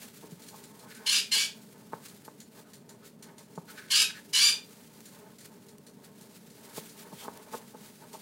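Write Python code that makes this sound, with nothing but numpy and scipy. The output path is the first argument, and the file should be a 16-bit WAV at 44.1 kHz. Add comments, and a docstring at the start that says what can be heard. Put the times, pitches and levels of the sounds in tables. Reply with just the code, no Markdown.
"""Four hoarse squeals of a rat pup, each breaking upwards in pitch, over a nest of rustling paper.
The voice mixes a clear harmonic tone with rasping, chaotic closures and air, coloured by the throat.
Shredded paper stirs and scuffs as tiny slips, among dry clicks of noise; a hand rubs with hollow rings.
Dull knocks strike the resonances of the wire cage floor, and a low steady hum drones in the small room."""
import sys
import numpy as np
from scipy import signal
from scipy.fft import rfft, irfft, next_fast_len
from scipy.io import wavfile
from scipy.ndimage import uniform_filter1d

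SR = 44100
rng = np.random.default_rng(int(sys.argv[2]) if len(sys.argv) > 2 else 0)


def persist_wave(psi):
    """Save psi, clipped to +-1, as 16-bit WAV."""
    counts = np.round(np.clip(psi, -1, 1) * 32767).astype(np.int16)
    wavfile.write(sys.argv[1], SR, np.atleast_2d(counts).T)


N = 362061
TIME = np.arange(N) / SR  # s

# squeals: [t/s, held/s, level/dB, swell/dB (negative starts loud), release/dB per s,
# low pitch f/Hz, top pitch f/Hz, glide/s, hoarseness/0-1 at the onset, at the break, at the top]
SQUEALS = [(1.057, 0.13, -24.5, 2, 677, 1050, 1241, .03, 0.94, 0.64, 0.86),
           (1.309, 0.1, -25.5, -2, 237, 1053, 1146, .014, 0.47, 0.97, 0.79),
           (3.897, 0.13, -22, 7, 901, 1078, 1258, .016, 0.72, 0.82, 0.73),
           (4.326, 0.17, -21, 10, 540, 992, 1201, .036, 0.83, 0.83, 0.43)]
# colour of the rasp in the throat: [f/Hz, level/dB per Hz]
RASP_COLOUR = [(500, -47), (780, -40.5), (950, -17.5), (1150, -25.5), (1580, -8.5), (2000, -14),
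               (2450, -6.5), (3100, -3.5), (3900, -4.5), (4800, -2.5), (5800, -5.5), (7500, -11.5),
               (8300, -10), (11300, -11.5), (13000, -25), (15800, -24)]
# narrow throat resonances that flare: [f/Hz, width/Hz, level/dB]
THROAT_MODES = [(1510, 180, -27), (2900, 430, -0.5), (4460, 330, -15.5), (4900, 22, 2), (6820, 140, -0.5),
                (7360, 200, 1)]
# harmonics of the clear tone, from the first up: [level/dB]
HARMONICS_DB = [-26.5, -6.5, -1.5, 3, -6.5, -9, -15, -12.5, -11, -18.5]
ATTACK_S, ATTACK_DB, SWELL_S = 0.0092, 31, 0.018
BREAK_S, RELEASE_S = 0.038, 0.055  # the pitch stays low until the break
SLIP_HOARSENESS, SLIPS_PER_S = 0.059, 33  # chance slips between clear and hoarse
RELEASE_HOARSENESS = 0.49  # the voice frays as it dies


def squeal(start, held, full_db, swell_db, release, low_hz, top_hz, glide,
           hoarse_onset, hoarse_break, hoarse_top,
           waver=0.005, jitter=0.014, chaos=0.08, air_share=0.62, clarity_db=3.5):
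    """The vocal folds slip between a clear tone and chaotic flapping, with air hissing through each opening."""
    age = TIME[:int((held + RELEASE_S) * SR)]
    size = len(age)
    dying = np.maximum(age - held, 0)
    level_db = full_db - ATTACK_DB * np.maximum(1 - age / ATTACK_S, 0)
    level_db = level_db - swell_db * np.exp(-age / SWELL_S) - release * dying

    # after the break, pitch and hoarseness glide together to their top values
    climb = 1 - np.exp(-np.maximum(age - BREAK_S, 0) / glide)
    pitch = low_hz + (top_hz - low_hz) * climb
    pitch = pitch * (1 + waver * wander(50, size))
    hoarse = np.interp(age, [0, BREAK_S], [hoarse_onset, hoarse_break])
    hoarse = hoarse + (hoarse_top - hoarse_break) * climb
    hoarse = hoarse + RELEASE_HOARSENESS * dying / RELEASE_S
    hoarse = np.clip(hoarse + SLIP_HOARSENESS * wander(SLIPS_PER_S, size), 0.02, 0.98)

    flutter_db, shake_db = 3.5, 1.3  # of each harmonic, of the whole voice
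    cycles = np.cumsum(pitch * (1 + jitter * hoarse * wander(565, size))) / SR
    tone = np.zeros(size)
    for k, db in enumerate(HARMONICS_DB, 1):
        harmonic = np.sin(2 * np.pi * (k * cycles + rng.random()))
        tone += from_db(db + flutter_db * wander(49, size)) * harmonic

    # chaotic closures come early or late, each with its own force
    flaps = np.cumsum(pitch * np.exp(chaos * wander(600, size))) / SR
    closures = np.diff(np.floor(flaps), prepend=0) * rng.rayleigh(1, size)
    air = rng.standard_normal(size) * (2 + np.cos(2 * np.pi * flaps))
    rasp = np.sqrt(1 - air_share) * rms_one(closures - closures.mean())
    rasp = rasp + np.sqrt(air_share) * rms_one(air)

    clear_voice = from_db(clarity_db) * np.sqrt(1 - hoarse) * rms_one(tone)
    voice = clear_voice + np.sqrt(hoarse) * coloured(rasp, RASP_COLOUR)
    voice = evened(voice + flaring(voice, THROAT_MODES, depth_db=4, rate=30))
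    out = np.zeros(N)
    out[int(start * SR) + np.arange(size)] = from_db(level_db + shake_db * wander(74, size)) * voice
    return out


# restlessness of the nest, as the level of the stirring paper, in four stretches: [t/s, level/dB]
UNREST = [
    [(0.0, -53.5), (0.242, -61), (0.576, -54), (0.71, -59), (0.888, -59), (1.0, -57.5)],
    [(1.65, -60), (2.07, -58.5), (2.35, -64), (3.16, -68), (3.66, -61.5), (3.85, -57)],
    [(4.72, -58), (5.072, -58), (5.208, -60), (5.916, -67), (6.0, -64.5)],
    [(6.05, -68), (6.26, -59), (6.67, -61), (6.89, -57.5), (7.54, -57.5), (8.2, -58)],
]


def unrest_level():
    """Join the stretches of unrest into one level curve in dB."""
    seconds, level_db = np.transpose(np.vstack(UNREST))
    return np.interp(TIME, seconds, level_db)


# strokes that swell and fade in the paper: [t/s at the top, level/dB, half length/s]
STROKES = [(.02, -51, 0.036), (.168, -52.5, 0.028), (2.06, -50, 0.015), (2.59, -57.5, 0.036),
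           (3.07, -54, 0.024), (3.71, -52.5, 0.022), (5.14, -58.5, 0.051), (5.455, -49.5, 0.0066),
           (6.06, -55, 0.022), (6.365, -55, 0.018), (6.66, -53.5, 0.025), (6.775, -44, 0.027),
           (6.86, -51, 0.029), (7.0, -49, 0.025), (7.23, -51.5, 0.05), (7.55, -47, 0.022),
           (7.86, -52.5, 0.043), (8.155, -52.5, 0.044)]
# sudden scuffs of paper, before the trim and bite: [t/s, level/dB]
SCUFFS = [(0.307, -46), (0.4183, -43), (0.4833, -38), (0.637, -40), (0.7916, -43.5), (0.9472, -40),
          (2.0827, -41.5), (2.248, -40.5), (2.401, -38.5), (2.733, -39.5), (2.8912, -40), (3.2246, -38),
          (3.3802, -40.5), (3.553, -46), (3.7793, -51), (5.055, -41), (5.3837, -41.5), (5.4051, -42),
          (5.685, -44), (5.8653, -42.5), (6.2105, -43.5), (6.499, -45.5), (6.893, -40), (8.13, -38.5)]
# colour of the stirring paper: [f/Hz, level/dB per Hz]
STIR_COLOUR = [(590, -8.5), (1000, -8.5), (1270, 0), (1460, 0), (3070, -0.5), (4380, 1), (5520, -1),
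               (7120, 0), (8870, 0), (13300, -3), (15800, -2.5)]
# colour of the scuffs: [f/Hz, level/dB per Hz]
SCUFF_COLOUR = [(880, -39), (1500, -2), (2180, -2.5), (2580, -8), (4350, 0.5), (5450, -3), (9190, -1.5),
                (12000, -9.5), (15800, -10)]
# resonances of single shreds: [f/Hz, width/Hz, level/dB]
SHRED_MODES = [(3450, 210, -24.5), (4300, 170, -3.5), (5980, 140, -1), (7020, 360, 0), (8700, 210, -16.5),
               (9230, 530, -2.5), (11740, 270, 3.5)]
SCUFF_T60_S = 0.21
SCUFF_BITE_DB, SCUFF_BITE_S = 3, 0.0054  # a scuff bites hardest as it begins


def paper(scuff_trim_db=-10, rise_s=0.00098):
    """Shreds slide over each other in a stir and slow strokes; sudden scuffs set single shreds ringing."""
    sliding_power = from_db(unrest_level()) ** 2 + swells(STROKES)
    scuff_power = np.zeros(N)
    for s, db in SCUFFS:
        start = int(s * SR)
        age = TIME[:min(SR // 2, N - start)]
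        fade_db = SCUFF_BITE_DB * np.exp(-age / SCUFF_BITE_S) - 60 * age / SCUFF_T60_S
        envelope = from_db(db + scuff_trim_db + fade_db) * (1 - np.exp(-age / rise_s))
        scuff_power[start:start + len(age)] += envelope ** 2

    slips = grains(per_s=14000, size_db=3.5)
    slips = slips + flaring(slips, SHRED_MODES, depth_db=5, rate=8)
    scuffing = evened(coloured(slips, SCUFF_COLOUR), size=1024)
    stir = coloured(grains(per_s=14000, size_db=2.5), STIR_COLOUR) * from_db(2.3 * wander(25, N))
    return np.sqrt(sliding_power) * stir + np.sqrt(scuff_power) * scuffing


# tiny dry clicks, before the gain: [t/s, level/dB]
CLICKS = [(3.229, -49), (3.243, -52), (5.006, -48.5), (5.783, -49), (7.374, -44.5)]


def clicks(gain_db=5.0, decay_s=0.0014):
    """Each click is a burst of noise that dies within milliseconds."""
    out, age = np.zeros(N), TIME[:SR // 100]
    for s, db in CLICKS:
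        start = int(s * SR)
        burst = np.exp(-age / decay_s) * rng.standard_normal(len(age))
        out[start:start + len(age)] += from_db(db + gain_db) * burst
    return out


# hand strokes through the nest: [t/s at the top, level/dB, half length/s, ring f/Hz]
RUBS = [(.917, -52.5, 0.0076, 1660), (.977, -57.5, 0.077, 1550), (2.674, -68, 0.019, 1360),
        (3.037, -61, 0.016, 1380), (3.288, -60.5, 0.011, 1630), (3.695, -51.5, .011, 1440),
        (3.785, -45.5, 0.0078, 1600), (3.815, -55.5, .05, 1560), (3.888, -54, .005, 1600),
        (4.105, -43, 0.0063, 1620), (4.168, -48, 0.02, 1670), (7.21, -54.5, 0.029, 3260)]
# resonances of the scrape: [f/Hz, width/Hz, level/dB]
SCRAPE_MODES = [(2290, 710, -11.5), (3550, 1700, -16)]
# colour of the soft shuffle: [f/Hz, level/dB per Hz]
SHUFFLE_COLOUR = [(200, -45), (420, 6), (650, -3), (930, 0.5), (1200, -9.5), (1700, -7), (2600, -18.5),
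                  (5000, -26.5)]
SHUFFLE_DB, SHUFFLE_FOLLOWS = -64, 0.53  # level at mean unrest; share of its swing
SHUFFLE_LUMPS_DB, SHUFFLE_LUMPS_PER_S = 5, 6.1  # it comes in uneven lumps


def hand(ring_q=4.0, scrape_db=-3.0):
    """Skin rubs through the nest, each stroke with a hollow ring of its own, over a soft low shuffle."""
    slips, catches, shifts = (grains(per_s=3000, size_db=2.2) for _ in range(3))
    scrape = from_db(scrape_db) * rms_one(ring(catches, SCRAPE_MODES))
    unrest_db = unrest_level()
    shuffle_db = SHUFFLE_DB + SHUFFLE_FOLLOWS * (unrest_db - unrest_db.mean())
    shuffle_db = shuffle_db + SHUFFLE_LUMPS_DB * wander(SHUFFLE_LUMPS_PER_S, N)
    out = from_db(shuffle_db) * coloured(shifts, SHUFFLE_COLOUR)
    for s, db, half, hz in RUBS:
        width_hz = hz / ring_q
        hollow = resonance(resonance(slips, hz, width_hz), hz, width_hz)
        out += np.sqrt(swells([(s, db, half)])) * (rms_one(hollow) + scrape)
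    return out


# dull knocks: [t/s, knock level/dB, boom level/dB, contact low-pass f/Hz,
# crumpling level/dB, crumpling half length/s]
KNOCKS = [(.24, -35, -59, 420, -51, .009), (0.319, -59, -36.5, 397, -62, 0.017),
          (0.542, -37, -60, 1100, -52, 0.014), (.865, -50, -48, 700, -54, 0.042),
          (1.369, -40, -55, 600, -48.5, 0.014), (1.932, -20.5, -38, 1620, -46, 0.0088),
          (2.279, -30.5, -47, 1610, -57, .008), (3.284, -57, -49, 500, -63, 0.018),
          (3.576, -28.5, -30, 1160, -48, 0.0059), (6.778, -26.5, -40.5, 745, -50, 0.0086),
          (7.128, -47, -35.5, 1200, -51, 0.012), (7.28, -22.5, -60, 1400, -45.5, 0.032),
          (7.542, -26, -42, 1360, -36, 0.0088), (7.746, -36.5, -67, 794, -47.5, 0.0064),
          (8.147, -39, -50, 900, -46, 0.014)]
# resonances of the short knock: [f/Hz, width/Hz, level/dB]
KNOCK_MODES = [(295, 63, 8.5), (450, 140, 10.5), (801, 230, 9), (1510, 200, -3.5)]
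# resonances of the longer boom: [f/Hz, width/Hz, level/dB]
BOOM_MODES = [(170, 23, 2), (228, 40, -15), (324, 28, -10)]
CRUMPLE_END_S = 0.009  # crumpling has mostly faded this long after the knock time


def knocks(give_s=0.00135, crush_hz=1300):
    """The bedding crumples, and the cage floor answers with a short knock and a longer boom."""
    crumple_power = swells([(s + CRUMPLE_END_S - half, db, half) for s, *_, db, half in KNOCKS])
    crumple = low_pass(ring(grains(per_s=980, size_db=2.0), KNOCK_MODES), crush_hz)
    out = np.sqrt(crumple_power) * rms_one(crumple)
    for s, knock_db, boom_db, contact_hz, *_ in KNOCKS:
        blow = from_db(knock_db) * strike(KNOCK_MODES, contact_hz)
        blow = blow + from_db(boom_db) * strike(BOOM_MODES, contact_hz)
        start = int((s + give_s) * SR)
        out[start:start + len(blow)] += blow[:N - start]
    # the light floor radiates no deep bass
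    return signal.sosfilt(signal.butter(2, 110, "high", fs=SR, output="sos"), out)


# decay time of the room: [f/Hz, T60/s]
ROOM_T60 = [(200, 0.3), (2500, 0.27), (5000, 0.25), (14000, 0.19)]


def in_room(x, wet_db, echo_db=-10.5, build_s=0.0082, count=6):
    """Add quick echoes off the cage floor and a diffuse room dying band by band, at unit response energy."""
    t = np.arange(SR // 2) / SR
    edges, tail = np.geomspace(100, 18000, 9), 0
    for low, high in zip(edges, edges[1:]):
        band_pass = signal.butter(2, [low, high], "band", fs=SR, output="sos")
        band = signal.sosfilt(band_pass, rng.standard_normal(len(t)))
        t60 = at_hz(ROOM_T60, np.sqrt(low * high))
        tail = tail + band * np.exp(-np.log(1000) * t / t60)
    tail = tail * (1 - np.exp(-t / build_s))
    response = from_db(wet_db) * tail / np.linalg.norm(tail) + signal.unit_impulse(len(t))
    lags = (rng.uniform(0.001, 0.007, count) * SR).astype(int)
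    response[lags] += from_db(echo_db) * rng.choice([-1, 1], count)
    return signal.fftconvolve(x, response / np.linalg.norm(response))[:N]


# colour of the low rush: [f/Hz, level/dB per Hz]
HUM_COLOUR = [(18, -61.5), (30, -37), (54, -33.5), (75, -22), (118, -4), (219, 4.5), (316, -10), (411, -4),
              (508, -19.5), (585, -11), (761, -26.5), (939, -16.5), (1120, -57), (1340, -32), (2000, -42.5),
              (2600, -40), (4400, -120)]
# droning resonances of the room: [f/Hz, width/Hz, level/dB]
DRONE_MODES = [(127.4, 6.2, -5.5), (168.2, 8.6, -6.5), (227.8, 15, 3), (288, 13.4, -0.5), (408, 14, 1),
               (443.6, 13, -3)]


def hum(rush_db=-56.5, drone_db=-60.5):
    """A low steady rush of noise, with a second noise droning in the resonances of the room."""
    rush = coloured(rng.standard_normal(N), HUM_COLOUR)
    drone = rms_one(ring(rng.standard_normal(N), DRONE_MODES))
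    return from_db(rush_db) * rush + from_db(drone_db) * drone


def from_db(db):
    """Decibels to gain."""
    return 10 ** (np.asarray(db) / 20)


def rms_one(x):
    """Scale to unit rms."""
    return x / np.sqrt(np.mean(x ** 2) + 1e-20)


def at_hz(points, hz):
    """Read a table on a log-frequency axis."""
    known, values = np.transpose(points)
    return np.interp(np.log(np.maximum(hz, 1)), np.log(known), values)


def coloured(x, spectrum):
    """Shape a signal with a spectrum; rms 1."""
    size = next_fast_len(len(x))
    hz = np.arange(size // 2 + 1) * SR / size
    shaped = rfft(x, size) * from_db(at_hz(spectrum, hz))
    return rms_one(irfft(shaped, size)[:len(x)])


def wander(rate, size):
    """Smooth chance that changes about rate times a second; spread about 1."""
    r = np.exp(-2 * np.pi * rate / SR)
    noise = rng.standard_normal(size + SR // 2)  # the extra half second lets the filter settle
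    return rms_one(signal.lfilter([1], [1, -2 * r, r * r], noise)[-size:])


def resonance(x, hz, width_hz):
    """A two-pole resonance with gain about 1 on top."""
    r = np.exp(-np.pi * width_hz / SR)
    feed = np.array([1, 0, -1]) * (1 - r * r) / 2
    return signal.lfilter(feed, [1, -2 * r * np.cos(2 * np.pi * hz / SR), r * r], x)


def ring(x, modes):
    """Resonances in parallel."""
    return sum(from_db(db) * resonance(x, hz, width) for hz, width, db in modes)


def flaring(x, modes, depth_db, rate):
    """Resonances that each swell and fade by chance."""
    out = np.zeros(len(x))
    for hz, width, db in modes:
        out += from_db(db + depth_db * wander(rate, len(x))) * resonance(x, hz, width)
    return out


def strike(modes, softness_hz):
    """One padded blow on a set of resonances; peak 1."""
    contact = low_pass(signal.unit_impulse(SR // 4) + 1e-18, softness_hz)
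    blow = ring(contact, modes)
    return blow / np.abs(blow).max()


def swells(rows):
    """Power of bell-shaped strokes."""
    power = np.zeros(N)
    for s, db, half in rows:
        power += from_db(db) ** 2 * np.exp(-np.minimum(((TIME - s) / half) ** 2, 50))
    return power


def grains(per_s, size_db):
    """Tiny slips of uneven size at random moments; rms 1."""
    sizes = from_db(size_db * np.minimum(rng.exponential(1, N), 5))
    return rms_one((rng.random(N) < per_s / SR) * sizes * rng.choice([-1, 1], N))


def evened(x, size=128):
    """Hold the short-term level near 1."""
    return x / np.sqrt(uniform_filter1d(x * x, size) + 1e-12)


def low_pass(x, hz):
    """A steep low-pass."""
    return signal.sosfilt(signal.butter(4, hz, fs=SR, output="sos"), x)


def scene():
    """Pup and handling with room echoes, mixed with the dry paper, clicks and hum."""
    pup = in_room(sum(squeal(*row) for row in SQUEALS), wet_db=-3.5)
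    handling = in_room(knocks() + hand(), wet_db=-12.0)
    return (pup + handling + paper() + clicks() + hum())[None]


def record(dry):
    """Cut the top steeply above 15850 Hz."""
    return signal.sosfilt(signal.ellip(12, 0.2, 80, 15850, fs=SR, output="sos"), dry)


dry = scene()
out = record(dry)
persist_wave(out)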